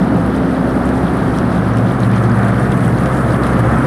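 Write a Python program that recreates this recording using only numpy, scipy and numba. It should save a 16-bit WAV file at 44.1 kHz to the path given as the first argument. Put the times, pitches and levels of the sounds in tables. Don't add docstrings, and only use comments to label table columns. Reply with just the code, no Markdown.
import sys
import numpy as np
from scipy import signal
from scipy.fft import rfft, irfft, next_fast_len
from scipy.io import wavfile
from scipy.ndimage import uniform_filter1d, minimum_filter1d
from numba import njit

SR = 44100
rng = np.random.default_rng(int(sys.argv[2]) if len(sys.argv) > 2 else 0)


def wrap_up_sound(samples):
    columns = np.atleast_2d(samples).T
    tamed = np.clip(columns, -1, 1)
    steps = np.round(tamed * 32767).astype(np.int16)
    wavfile.write(sys.argv[1], SR, steps)


N = 170226

# frequency in Hz, relative density in dB.
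WATER_AT_MIC = [(300, -81), (800, -60.5), (1250, -50.5), (1800, -57.5), (2500, -70.5), (3600, -78),
                (5000, -83), (7000, -88.5), (9700, -79), (11500, -88), (13000, -98), (15500, -101)]
# lower edge in Hz, upper edge in Hz.
TICK_BANDS = [(3000, 5500), (4500, 9000), (8000, 15000), (11500, 16000), (4000, 16000)]
TICK_BAND_DB = (-1, -3, -1, 10, 1)
# start in seconds, nominal pitch in Hz, nominal peak in dB,
# relative splash strength from 0 to 1.
NEAR_DROPS = [(0.2621, 11370, -36, 0.32), (0.3639, 8610, -31, 0.2), (0.8545, 8200, -29.5, 0.24),
              (0.8905, 7800, -33, 0.4), (1.1699, 10340, -31, 0.3), (1.386, 5760, -26, 0.27),
              (1.7359, 5800, -32, 0), (1.771, 8270, -34.5, 0.65), (1.7847, 5510, -33, 0.3),
              (1.8647, 7580, -37, 0.1), (1.8984, 5900, -40, 0.45), (2.0028, 6500, -32, 0.29),
              (2.0337, 4030, -23, 0.1), (2.0935, 9650, -27, 0.1), (2.1151, 10680, -29, 0.2),
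              (2.1335, 2410, -22, 0.1), (2.1607, 6200, -33, 0), (2.2264, 8270, -34, 0),
              (2.238, 6260, -34, 0.37), (2.2972, 6890, -35, 0), (2.3165, 4850, -30, 0.1),
              (2.3896, 7240, -36, 0.45), (2.449, 9200, -30, 0.5), (2.4833, 9650, -26.5, 0.4),
              (2.5988, 9000, -26, 0), (2.6944, 7920, -33, 0.1), (2.718, 7920, -30, 0.29),
              (2.7225, 3400, -24.5, 0.1), (2.7698, 12750, -40, 0.13), (2.7762, 8100, -26, 0.2),
              (2.8056, 9400, -28, 0.5), (2.8487, 7580, -32, 0.2), (2.8793, 8700, -23, 0.12),
              (2.9858, 6550, -32, 0), (3.0352, 12060, -35, 0.2), (3.059, 5860, -31, 0.4),
              (3.3064, 4200, -29, 0.15), (3.4346, 4000, -26, 0.6), (3.467, 10500, -26.5, 0.43),
              (3.4958, 11370, -35, 0.3), (3.5332, 6200, -37, 0.4), (3.5926, 12060, -34, 0.23),
              (3.741, 3450, -28, 0.1), (3.7869, 8700, -26, 0.13)]
# time in seconds, then relative gain in dB of the roar's
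# bass, the roar above it, the water's body, its 4 kHz band and its treble.
PATH_GAINS = [(0, 3, -0.31, -1.9, 0, -5), (.6, -3, -0.21, -1.9, 0, -4), (1.2, 1.5, 0.71, -0.051, 0, -2.5),
              (1.8, -2.5, -1.7, -0.43, 0, -3), (2.4, -4, -0.61, 2.3, 0.016, -0.5),
              (2.9, 4, -0.79, 0.63, 0, 0.5), (3.3, -1.5, -0.38, 2.7, 0, 1.5), (3.86, 2.5, 1, 3.5, 0, -0.5)]
# frequency in Hz, relative density in dB.
ROAR_SPECTRUM = [(20, -48), (43, -68), (60, -44.5), (80, -44), (100, -46), (150, -44), (250, -43.5),
                 (400, -47.5), (700, -49), (1050, -57), (1600, -65.5), (2500, -83), (4000, -100)]
# frequency in Hz, width in Hz, gain in dB.
ROAR_PEAKS_DIPS = [(33.2, 5.5, 12), (86, 27, -4.5), (119.3, 5.1, 6), (150, 14, -0.5), (173.4, 18.6, 10.5),
                   (234.3, 27, 7), (299, 38, 6), (357.5, 21, 4.5), (520.6, 11, 5.5), (737, 90, 1)]
HUM_ORDERS = (4, 7, 8, 11, 12, 16)
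HUM_WAVER_DB = (1.2, 1.1, 1.2, 1.9, 1.6, 0.67)
# time in seconds, then level in dB of multiples 4, 8, 11, 12 and 16.
HUM_LEVELS = [(0, -28, -29, -48.5, -23, -22), (.48, -26.5, -30, -55, -25, -21),
              (.96, -25.5, -24, -39, -25.5, -21.5), (1.45, -27, -29, -33.5, -22, -23.5),
              (1.93, -28, -18.5, -17.5, -19.5, -25.5), (2.41, -27, -20, -45, -19.5, -31),
              (2.9, -29, -17.5, -31, -22.5, -30), (3.38, -21.5, -19.5, -38, -29, -47),
              (3.86, -27, -17, -30, -51, -35)]
# time in seconds, level in dB.
SEVENTH_SURGES = [(0.0, -35), (0.14, -21.5), (0.41, -34), (1.05, -24), (1.12, -34), (1.18, -23),
                  (1.48, -19), (1.54, -24.5), (1.65, -15), (1.86, -16), (1.95, -28), (2.05, -14),
                  (2.95, -20), (3.12, -40), (3.26, -17), (3.47, -27), (3.62, -13.5), (3.86, -27.5)]

SHAFT_HZ, HUM_WAVER_RAD = 16.306, 0.11
ROAR_DB, WATER_DB = -15, -25
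SPRAY_PER_S, TICKS_PER_S = 2500, 300
SMACK_S, TRICKLE_S, TRICKLE_DB = .0014, .008, -7
PING_START_RATIO, PING_CYCLES, RISE_PER_CYCLE = 0.93, 9.6, .012
LIMIT, RELEASE_S, TOP_HZ = .715, 0.06, 15440


def undb(db):
    return 10 ** (np.asarray(db) / 20)


def at_level(x, db):
    return x * undb(db) / np.sqrt(np.mean(x ** 2))


def curve(table, k):
    table = np.array(table)
    return np.interp(np.arange(N) / SR, table[:, 0], table[:, k])


def colour(spectrum, hz):
    points = np.array(spectrum)
    return undb(np.interp(np.log(hz + 1), np.log(points[:, 0]), points[:, 1]))


def wander(rate_hz):
    hold = int(SR / rate_hz)
    steps = np.repeat(rng.standard_normal(N // hold + 1), hold)
    return 1.3 * uniform_filter1d(uniform_filter1d(steps, hold), hold)[:N]


def flicker(rate_hz):
    quick = wander(rate_hz)
    return quick - uniform_filter1d(quick, size=SR // 6)


def octave_bands(x, gain, band_db):
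    size = next_fast_len(N)
    hz = np.arange(size // 2 + 1) * SR / size
    spectrum, out = rfft(x, size) * gain(hz), 0
    for centre in 32 * 2. ** np.arange(10):
        share = np.cos(np.pi / 2 * np.clip(np.log2((hz + 1) / centre), -1, 1)) ** 2
        out = out + irfft(spectrum * share, size)[:N] * undb(band_db(centre))
    return out


def scatter(per_s, spread_db):
    when, chance, pitch, ring = rng.random((int(per_s * N / SR), 4)).T
    size = undb(spread_db * np.minimum(-np.log(1 - chance), 4.2))
    return (when * (N - 1)).astype(np.int64), size, pitch, ring


@njit
def bubbles(starts, hz, cycles, size):
    out = np.zeros(N)
    for k in range(len(starts)):
        step = 2 * np.pi * hz[k] / SR
        phase, amplitude, i = 0., size[k], starts[k]
        while amplitude > .003 * size[k] and i < N and step < 2.8:
            out[i] += amplitude * np.sin(phase) * min(phase / 9., 1.)
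            phase += step
            amplitude *= np.exp(-step / (2 * np.pi * cycles[k]))
            step *= 1 + RISE_PER_CYCLE * step / (2 * np.pi)
            i += 1
    return out


def splashes(starts, size):
    impacts = np.zeros(N)
    np.add.at(impacts, starts, size ** 2)
    smack, trickle = (signal.lfilter([1], [1, -np.exp(-2 / (decay_s * SR))], impacts)
                      for decay_s in (SMACK_S, TRICKLE_S))
    return np.sqrt(smack + undb(2 * TRICKLE_DB) * trickle) * rng.standard_normal(N)


def falling_water():
    starts, size, pitch, ring = scatter(SPRAY_PER_S, spread_db=1.9)
    spray = bubbles(starts, 2900 + 12000 * pitch, 1.5 + 6 * ring, size)
    ticks = 0
    for band, db in zip(TICK_BANDS, TICK_BAND_DB):
        starts, size, _, _ = scatter(TICKS_PER_S, spread_db=3.8)
        bandpass = signal.butter(2, band, "band", fs=SR, output="sos")
        ticks += undb(db) * signal.sosfilt(bandpass, splashes(starts, size))
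    patter = at_level(spray, -5.5) + at_level(ticks, -6)
    patter *= undb(2.5 * flicker(28.11))
    shared_flicker = flicker(29.3)
    rush = rng.standard_normal(N)

    def band_db(hz):
        approach = curve(PATH_GAINS, 3 if hz < 4096 else 4 if hz < 8192 else 5)
        treble_flicker = min(hz / 6000, 1) * (0.53 * shared_flicker + 1.3 * flicker(31.01))
        return approach + treble_flicker + 0.61 * wander(7.2)
    water = octave_bands(rush + patter, lambda hz: colour(WATER_AT_MIC, hz), band_db)
    return at_level(water, WATER_DB)


def near_drops():
    start_s, hz, db, splash_strength = np.array(NEAR_DROPS).T
    starts = (start_s * SR).astype(np.int64)
    size = undb(db) / colour(WATER_AT_MIC, hz)
    ping = bubbles(starts, PING_START_RATIO * hz, np.full(len(hz), PING_CYCLES), size)
    splash = splashes(starts, splash_strength * size * undb(7.5))
    bright = signal.sosfilt(signal.butter(3, 2300, "high", fs=SR, output="sos"), ping + splash)
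    return octave_bands(bright, lambda f: colour(WATER_AT_MIC, np.maximum(f, 2500)), lambda f: 0)


def fan_roar():
    shared_swell = .4 * wander(2.7)

    def gain(hz):
        shape_db = sum(db / (1 + (2 * (hz - f) / width) ** 2) for f, width, db in ROAR_PEAKS_DIPS)
        return colour(ROAR_SPECTRUM, hz) * undb(shape_db)

    def band_db(hz):
        return curve(PATH_GAINS, 1 if hz <= 128 else 2) + shared_swell + .5 * wander(5.23)
    return at_level(octave_bands(rng.standard_normal(N), gain, band_db), ROAR_DB)


def fan_hum():
    shaft_angle = 2 * np.pi * SHAFT_HZ * np.arange(N) / SR
    levels_db = [curve(HUM_LEVELS, k) for k in range(1, 6)]
    levels_db.insert(1, curve(SEVENTH_SURGES, 1))
    hum = 0
    for order, db, waver_db in zip(HUM_ORDERS, levels_db, HUM_WAVER_DB):
        amplitude = np.sqrt(2) * undb(db + waver_db * wander(8))
        phase = order * shaft_angle + 2 * np.pi * rng.random() + HUM_WAVER_RAD * wander(3.94)
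        hum += amplitude * np.sin(phase)
    return hum


def scene():
    return (fan_hum() + fan_roar() + falling_water() + near_drops())[None]


@njit
def limiter_gain(peaks, release):
    gain, envelope = np.empty(len(peaks)), 0.
    for i in range(len(peaks)):
        envelope = max(peaks[i], envelope * release)
        gain[i] = min(1., LIMIT / (envelope + 1e-9))
    return gain


def record(dry):
    peaks = -minimum_filter1d(-np.abs(dry[0]), size=89)
    gain = uniform_filter1d(limiter_gain(peaks, np.exp(-1 / (RELEASE_S * SR))), size=45)
    lowpass = signal.ellip(14, .3, 80, TOP_HZ, fs=SR, output="sos")
    return signal.sosfilt(lowpass, dry * gain)


dry = scene()
out = record(dry)
wrap_up_sound(out)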